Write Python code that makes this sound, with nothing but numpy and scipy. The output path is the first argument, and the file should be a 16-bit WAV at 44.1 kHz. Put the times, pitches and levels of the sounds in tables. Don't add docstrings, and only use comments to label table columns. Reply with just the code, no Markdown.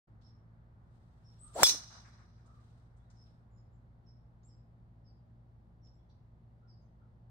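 import sys
import numpy as np
from scipy import signal
from scipy.fft import rfft, irfft
from scipy.io import wavfile
from scipy.ndimage import uniform_filter1d

SR = 44100
rng = np.random.default_rng(int(sys.argv[2]) if len(sys.argv) > 2 else 0)


def wav_record(signal):
    frames = np.transpose(np.atleast_2d(signal))
    bounded = np.clip(frames, -1, 1)
    quanta = np.round(bounded * 32767).astype(np.int16)
    wavfile.write(sys.argv[1], SR, quanta)


N = 321930
TIME, FREQS = np.arange(N) / SR, np.fft.rfftfreq(N, 1 / SR)
IMPACT_S, DOWNSWING_S = 1.632, 0.132
HEAD_MACH, ARC_RAD_PER_S = 0.105, 29

# f/Hz, level/dB per Hz
AIR_SPECTRUM = [(12, -42), (20, -15), (49, -6.5), (120, -3.5), (228, -16), (277, -20), (357, -23.5),
                (399, -25), (802, -24.5), (1120, -31.5), (1960, -39.5), (2460, -47.5), (4300, -50),
                (6010, -58.5), (16000, -67)]
# f/Hz, correlation
AIR_LIKENESS = [(60, 0.9), (180, 0.85), (550, 0.45), (1650, -0.46), (4970, 0.3), (15000, -0.55)]
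# f/Hz, correlation
NEAR_LIKENESS = [(100, 0.93), (350, .9), (700, -0.00012), (1400, -0.13), (3000, -0.16), (8000, -0.21)]
# f/Hz, level/dB, wander/Hz
ENGINE_ORDERS = [(57.2, -65, 2.1), (114.1, -62, 2.2), (169.4, -76, 2.9), (227.2, -75.5, 5.5),
                 (348.1, -86, 5.9)]
# f/Hz, level/dB, loss on the way/(dB/s)
FOLIAGE = [(150, 0.5, 13.5), (594.5, -1.5, -1.5), (1486.2, -3.5, -4), (2639.4, -2.5, 10), (4170, 5.5, 12.5),
           (6170, 7.5, 21), (6420, 1, 43), (8900, 0.5, 49.5), (9923, -1.5, 76.5), (15000, -0.5, 95)]
# delay/s, spread/s, level/dB
TREE_CLUMPS = [(0.052, .029, -2), (.12, .04, -19), (.315, .065, -29.5)]
# f/Hz, level/dB per Hz
CLOTH_SPECTRUM = [(800, -9.5), (2000, -5), (3800, 2.5), (5700, -4), (7300, -5), (8700, -1), (9800, -15),
                  (16000, -19.5)]
# t/s, spread/s, level/dB
JACKET_MOVES = [(1.0, 0.16, -90), (1.72, 0.4, -75), (2.66, 0.21, -82), (3.25, 0.1565, -89)]
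# t/s, level/dB, fade/s,
# centre f/Hz
SCUFFS = [(0.21, -71.5, 0.042, 4550), (1.477, -57.5, 0.0064, 6812), (1.958, -70, 0.0161, 7520),
          (2.459, -68.5, 0.011, 7310), (2.964, -78.5, .02, 7510), (3.099, -66, 0.019, 6100),
          (3.259, -79, 0.027, 4056), (3.408, -88.5, 0.00924, 7600), (4.035, -80, 0.017, 3000),
          (4.428, -75.5, 0.014, 4981), (5.865, -74, 0.013, 3590), (6.093, -74, 0.011, 3900)]
# t/s, length/s, end f/Hz, sag/share of f, level/dB, L-R/dB,
# lower voice's end f/Hz, its relative level/dB
PEEPS = [(0.228, 0.066, 5320, 0.016, -75, .5, 5233, -12), (1.239, 0.053, 5380, 0.016, -73, 1.5, 5220, -9),
         (3.152, 0.0748, 5380, 0.0207, -77, .5, 5090, -2), (3.508, .1, 6970, .02, -88, -6, 6732, -4),
         (3.557, 0.042, 5210, .02, -89, -2, 4930, -3), (3.722, 0.0448, 7310, 0.032, -92.5, -8, 6627, -4),
         (4.049, 0.0505, 5410, 0.0098, -78.5, 0.5, 5130, -1),
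         (4.476, 0.052, 5340, 0.011, -79.5, 2, 5020, -2), (5.041, 0.048, 5240, .01, -82.5, 4, 4760, 2),
         (5.815, 0.065, 5530, 0.0093, -78.5, -2, 5256, -0.5),
         (6.671, 0.0567, 5226, 0.011, -78.5, 2.5, 4766, 1),
         (6.799, 0.057, 6300, 0.019, -96, -3.5, 6104, -3)]
# t/s, length/s, top f/Hz, rise/share of f, level/dB
UPSLURS = [(1.39, 0.085, 8314, 0.065, -56.5), (1.535, 0.05, 8133, .17, -54.5),
           (2.985, 0.037, 3474, 0.017, -89), (3.027, 0.035, 3850, 0.022, -88.5),
           (4.431, 0.052, 7630, 0.17, -72.5), (5.838, .042, 7150, .07, -88),
           (5.937, .038, 7530, 0.031, -93), (5.979, 0.044, 3450, .03, -90)]
# f/Hz, level/dB
CHIP_PARTIALS = [(3680, -5.5), (4350, -3), (5680, -9)]
# t/s, length/s, top f/Hz, level/dB
FAR_CALLS = [(1.408, 0.21, 1233, -69), (2.443, 0.22, 1232, -70.5), (6.613, 0.11, 1374, -80),
             (6.999, 0.1, 1359, -81)]
# f/Hz, level/dB per Hz
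HISS_SPECTRUM = [(40, -5), (110, 6.5), (200, 6), (370, 3.5), (700, 2), (1600, -2.5), (2600, -11),
                 (4200, -5), (6000, -8.5), (8000, -5.5), (11000, -15), (16000, -23.5)]
# whistle f/Hz at full speed, level/dB
SHAFT_WHISTLES = [(760, -6.5), (1000, -3), (1200, -1), (1900, -14.5)]
# t/s, spread/s, level/dB
SHAFT_PASSES = [(1.563, .008, -45), (1.593, .024, -36), (1.72, .04, -56)]
# f/Hz, t/s after impact, level/dB, L-R/dB
FACE_MODES = [(7600, .00058, -3.5, -2), (11040, .001, -14, 4)]
# f/Hz, level/dB per Hz
BURST_SPECTRUM = [(200, -16.5), (900, -10), (2500, -5.5), (4000, -2.5), (7500, -1.5), (9500, -3.5),
                  (12500, -6.5), (15000, -5.5), (16800, -13.5)]
# f/Hz, level/dB, t60/s, t/s after impact when its beam passes, beam gain/dB
HEAD_MODES = [(3770, -25, .13, .021, 9), (4362, -39, 0.097, .016, 3), (5070, -41, 0.11, .012, 0.5),
              (5830, -18, 0.15, 0.042, 12.5), (6082, -31, 0.093, .03, 6), (7930, -25.5, 0.12, 0.029, 10),
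              (8690, -34, 0.14, .012, 2), (9176, -28, 0.15, .036, 4), (11020, -38, .09, .028, 2.5),
              (12400, -41, 0.09, .028, 3.5), (14810, -40, .09, .028, 2.5)]
# angle from the heading at impact/rad, delay/s, level/dB
RING_PATHS = [(2.35, 0.0011, 3.5), (1.3, 0.0015, -5.5)]
# angle from the heading at impact/rad, delay/s, level/dB, L-R/dB
TRUNKS = [(2.2, .026, -3, -0.5), (1.1, 0.036, -7, 0), (-1.6, .05, -5.5, -4.5), (0.86, .057, -8.5, -0.5),
          (-1.6, .07, -14.5, -3.5), (-1.9, .1, -23, -1), (1.4, .14, -27, -1)]
# delay/s, level/dB, centre f/Hz
FAIRWAY_SLAPS = [(.085, -26, 1144), (0.151, -34.5, 1294), (.265, -34, 1143), (.31, -32.5, 990),
                 (.41, -34, 1855), (0.491, -41, 1319), (0.549, -39.5, 1603), (.74, -48.5, 1800),
                 (0.951, -51, 1610), (1.121, -53, 1306), (1.451, -50, 1297)]


def amp(db):
    return 10 ** (np.asarray(db) / 20)


def unit(x):
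    return x / np.sqrt(np.mean(x ** 2) + 1e-20)


def pan(left_db):
    return amp([[left_db / 2], [-left_db / 2]])


def swell(t, centre_s, spread_s):
    return np.exp(-((t - centre_s) / spread_s) ** 2)


def wander(samples, length=N):
    return unit(uniform_filter1d(rng.standard_normal(length), size=samples))


def read(points, hz, column=1):
    table = np.transpose(points)
    return np.interp(np.log(hz + 1), np.log(table[0] + 1), table[column])


def add(mix, s, sound):
    part = mix[..., round(s * SR):][..., :sound.shape[-1]]
    part += sound[..., :part.shape[-1]]


def stereo(a, b, same):
    return np.array([a, same * a + np.sqrt(1 - same ** 2) * b])


def noise(gain, likeness=NEAR_LIKENESS):
    a, b = rfft(rng.standard_normal((2, N)))
    return unit(irfft(stereo(a, b, read(likeness, FREQS)) * gain, N))


def resonate(x, hz, width_hz):
    turn = np.exp(2j * np.pi * np.cumsum(hz * np.ones(x.shape[-1])) / SR)
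    pole = np.exp(-np.pi * width_hz / SR)
    for _ in range(2):
        x = 2 * (turn * signal.lfilter([1 - pole], [1, -pole], x / turn)).real
    return unit(x)


def clearing(t, edge_s=0.036, loss_db_per_s=5.5):
    depth = t / edge_s
    deep = amp(-3 - loss_db_per_s * t) * np.minimum(depth, 1) / np.maximum(depth, 1) ** 1.5
    clumps = sum(amp(db) * swell(t, delay, spread) for delay, spread, db in TREE_CLUMPS)
    return np.hypot(deep, clumps)


def thicket(t, t60_s=0.43):
    return amp(-60 * t / t60_s)


def woods(x, place=clearing, lumpy_db=2.5):
    t = np.arange(SR + SR // 2) / SR
    lumps = amp(lumpy_db * wander(250, len(t)))
    taps = rng.standard_normal((2, len(t))) * place(t) * lumps
    hz, delay, (a, b) = signal.stft(taps / np.linalg.norm(taps[0]), SR, nperseg=256)
    hz = hz[:, None]
    echoes = stereo(a, b, read(NEAR_LIKENESS, hz))
    echoes *= amp(read(FOLIAGE, hz) - read(FOLIAGE, hz, column=2) * delay)
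    response = signal.istft(echoes, SR, nperseg=256)[1]
    return signal.fftconvolve(np.atleast_2d(x), response, axes=1)[:, :N]


def valley_air(air_db=-62, rush_db=-80, rush_hz=1150, rush_octaves=0.5, hold_s=3, fade_db_per_s=5.5):
    air = amp(air_db) * noise(amp(read(AIR_SPECTRUM, FREQS)), AIR_LIKENESS)
    rush_band = np.exp(-(np.log2((FREQS + 1) / rush_hz) / rush_octaves) ** 2 / 2)
    rush_level = amp(rush_db - fade_db_per_s * np.maximum(TIME - hold_s, 0))
    return air + rush_level * noise(rush_band, AIR_LIKENESS)


def far_engine():
    out = np.zeros(N)
    for hz, db, wander_hz in ENGINE_ORDERS:
        pitch = hz + wander_hz * wander(5000)
        out += amp(db) * unit(np.sin(2 * np.pi * np.cumsum(pitch) / SR))
    return out


def jacket_and_shoes(grain_db=2, scuff_width_hz=3600, wet_db=-9):
    grain = unit(amp(grain_db * wander(700)))
    cloth = noise(amp(read(CLOTH_SPECTRUM, FREQS)))
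    out = cloth * sum(amp(db) * swell(TIME, s, spread) for s, spread, db in JACKET_MOVES)
    t = np.arange(SR // 3) / SR
    for s, db, fade, hz in SCUFFS:
        rub = resonate(cloth[:, round(s * SR):][:, :len(t)], hz, scuff_width_hz)
        add(out, s, amp(db) * rub * (1 - np.exp(-t / 0.0083)) * np.exp(-t / fade))
    return out * grain + amp(wet_db) * woods(out)


def chirp(length, end_hz, slide, buzz, trills_per_s=80, flutter_db=3.5):
    t = np.arange(0, length, 1 / SR)
    progress = t / length
    curves = uniform_filter1d(rng.standard_normal((2, SR // 4)), size=160)
    jitter, flutter = (unit(x)[:len(t)] for x in uniform_filter1d(curves, size=120))
    trill = 240 * np.sin(2 * np.pi * (trills_per_s * t + rng.random())) + 70 * jitter
    hz = end_hz * (1 + slide * (1 - progress) ** 3) + buzz * trill
    envelope = unit(amp(flutter_db * flutter)) * np.sqrt(2 * abs(np.sin(np.pi * progress)))
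    return envelope * np.sin(2 * np.pi * np.cumsum(hz) / SR)


def small_birds(lower_lag_s=0.008, chip_s=6.09, direct_db=-5, wet_db=-1.5):
    out = np.zeros((2, N))
    for s, length, hz, sag, db, pan_db, lower_hz, lower_db in PEEPS:
        gain = amp(db) * pan(pan_db)
        add(out, s, gain * chirp(length, hz, sag, buzz=0.38))
        add(out, s + lower_lag_s, gain * amp(lower_db) * chirp(length, lower_hz, slide=0.07, buzz=0.38))
    for s, length, hz, rise, db in UPSLURS:
        add(out, s, amp(db) * chirp(length, hz, -rise, buzz=0.25))
    for hz, db in CHIP_PARTIALS:
        add(out, chip_s, amp(db - 76.5) * chirp(0.016, hz, slide=0, buzz=1.3))
    return amp(direct_db) * out + amp(wet_db) * woods(out, thicket)


def far_bird(width_hz=150, wet_db=-5):
    out = np.zeros((2, N))
    for s, length, hz, db in FAR_CALLS:
        progress = np.arange(0, length, 1 / SR) / length
        arch = np.sin(np.pi * progress ** 0.6)
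        rasp = rng.standard_normal((2, SR))[:, :len(arch)]
        add(out, s, amp(db) * arch * resonate(rasp, hz * (0.9 + 0.1 * arch), width_hz))
    return out + amp(wet_db) * woods(out, thicket)


def club_speed(t, halving_s=0.029):
    late = t - IMPACT_S
    return np.clip(1 + late / DOWNSWING_S, 0, 1) / (1 + np.maximum(late, 0) / halving_s)


def swish(glide_power=0.88, hiss_db=-32, hiss_power=3.1, hum_hz=632, hum_db=-24, wet_db=-20):
    start = IMPACT_S - DOWNSWING_S
    t = start + np.arange(SR // 2) / SR
    speed = club_speed(t)
    air = noise(1, likeness=[(100, 0.95), (16000, 0.7)])

    def whistle(hz, width_hz=120):
        eddies = air[:, rng.integers(N // 2):][:, :len(t)]
        return resonate(eddies, hz, width_hz)

    hiss = amp(hiss_db) * speed ** hiss_power * noise(amp(read(HISS_SPECTRUM, FREQS)))[:, :len(t)]
    facing = sum(amp(db) * swell(t, s, spread) for s, spread, db in SHAFT_PASSES)
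    shaft = facing * sum(amp(db) * whistle(hz * speed ** glide_power) for hz, db in SHAFT_WHISTLES)
    hum = amp(hum_db) * swell(t, IMPACT_S - 0.006, 0.0045) * whistle(hum_hz, width_hz=150)
    out = np.zeros((2, N))
    add(out, start, hiss + shaft + hum)
    return out + amp(wet_db) * woods(out)


def ball_crack(t, push_db=-3, push_s=0.00014, knock_db=-14, knock_s=0.00028, low_cut_hz=240):
    def swing(width_s):
        u = (t - 0.00036) / width_s
        return -u * np.exp(-u ** 2 / 2)

    push = amp(push_db) * swing(push_s) + amp(knock_db) * swing(knock_s)
    push = signal.lfilter(*signal.butter(2, low_cut_hz, "high", fs=SR), push)
    snap = sum(amp(db) * pan(pan_db) * swell(t, s, 0.0003) * np.sin(2 * np.pi * hz * t)
               for hz, s, db, pan_db in FACE_MODES)
    return pan(0.94) * push + snap


def shell_burst(t, level_db=-14, fade_s=0.0038, turf_db=-24):
    dense_modes = noise(amp(read(BURST_SPECTRUM, FREQS)))[:, :len(t)]
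    attack = 1 - np.exp(-t / 0.000079)
    decay = np.exp(-t / fade_s) + amp(turf_db) * np.exp(-t / 0.025)
    return amp(level_db) * pan(1) * dense_modes * attack * decay


def strike(contact_s=0.0005, right_lead_s=0.000048, ball_wet_db=-17, burst_wet_db=-3):
    t, out = np.arange(SR // 3) / SR, np.zeros((2, N))
    ball = ball_crack(t + np.array([[0], [right_lead_s]]))
    burst = shell_burst(t)
    add(out, IMPACT_S, ball)
    add(out, IMPACT_S + contact_s, burst)
    add(out, IMPACT_S, woods(amp(ball_wet_db) * ball + amp(burst_wet_db) * burst))
    add(out, IMPACT_S, fairway_slaps(ball))
    return out


def doppler(t, angle):
    return np.cumsum(1 / (1 - HEAD_MACH * np.cos(angle + ARC_RAD_PER_S * t))) / SR


def head_ring(t, direct):
    knots, out = np.arange(0, 1, 1 / 350), 0
    for hz, db, t60, beam_s, beam_db in HEAD_MODES:
        lift_db = beam_db * swell(t, beam_s, 0.005) if direct else 0
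        waver = 0.08 * (hz / 7000) ** 3 if direct else 0.05
        drift = waver * np.interp(t, knots, np.cumsum(rng.standard_normal(len(knots))))
        out = out + amp(db - 60 * t / t60 + lift_db) * np.sin(2 * np.pi * (hz * t + drift + rng.random()))
    return out * (1 - np.exp(-t / 0.0022))


def flying_head(facing_s=0.029, turn_s=0.0071, turned_db=-9.5, recede_db_per_s=150,
                ahead_db=2, wet_db=-16, directions=11):
    t, out = np.arange(SR // 3) / SR, np.zeros((2, N))
    right_lead_s = np.array([[0], [0.00007]])
    away_s = np.maximum(t - facing_s, 0)
    shadow_db = turned_db * np.minimum(away_s / turn_s, 1) - recede_db_per_s * away_s
    for angle, delay, db in RING_PATHS:
        ring = head_ring(doppler(t, angle) + right_lead_s, direct=True)
        add(out, IMPACT_S + delay, amp(db + shadow_db) * ring)
    for angle, delay, db, pan_db in TRUNKS:
        ring = head_ring(doppler(t, angle) + right_lead_s * np.sin(angle), direct=False)
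        add(out, IMPACT_S + delay, amp(db - recede_db_per_s * t) * pan(pan_db) * ring)
    for angle in 2 * np.pi * np.arange(directions) / directions:
        louder_ahead = amp(ahead_db * np.cos(angle + ARC_RAD_PER_S * t))
        ring = louder_ahead * head_ring(doppler(t, angle), direct=False)
        add(out, IMPACT_S, amp(wet_db) * pan(-3.6) * woods(ring))
    return out


def fairway_slaps(x, smear_s=0.056, band_ratio=1.86):
    t, taps = np.arange(SR // 3) / SR, np.zeros((2, 2 * SR))
    for delay, db, hz in FAIRWAY_SLAPS:
        slap = rng.standard_normal((2, len(t))) * (1 - np.exp(-t / 0.0092)) * np.exp(-t / smear_s)
        band = signal.butter(2, [hz / band_ratio, hz * band_ratio], "band", fs=SR, output="sos")
        add(taps, delay, amp(db) * signal.sosfilt(band, slap) / np.linalg.norm(slap[0]))
    return signal.fftconvolve(x, taps, axes=1)


def footfall(at_s=1.748, level_db=-51, hz=353, width_hz=260, spread_s=0.007):
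    t, out = np.arange(SR // 10) / SR, np.zeros((2, N))
    thud = resonate(rng.standard_normal(len(t)), hz, width_hz)
    add(out, at_s - t.mean(), amp(level_db) * thud * swell(t, t.mean(), spread_s))
    return out


def scene():
    background = valley_air() + far_engine() + jacket_and_shoes() + small_birds() + far_bird()
    return background + swish() + strike() + flying_head() + footfall()


def record(dry, opens_s=0.072, ceiling=0.9, edge_hz=16800):
    opened = np.clip((TIME - opens_s) / 0.008, 0, 1)
    clipped = np.clip(dry * opened, -ceiling, ceiling)
    low_pass = signal.firwin(255, edge_hz, window=("kaiser", 9), fs=SR)
    return signal.oaconvolve(clipped, low_pass[None], "same")


dry = scene()
out = record(dry)
wav_record(out)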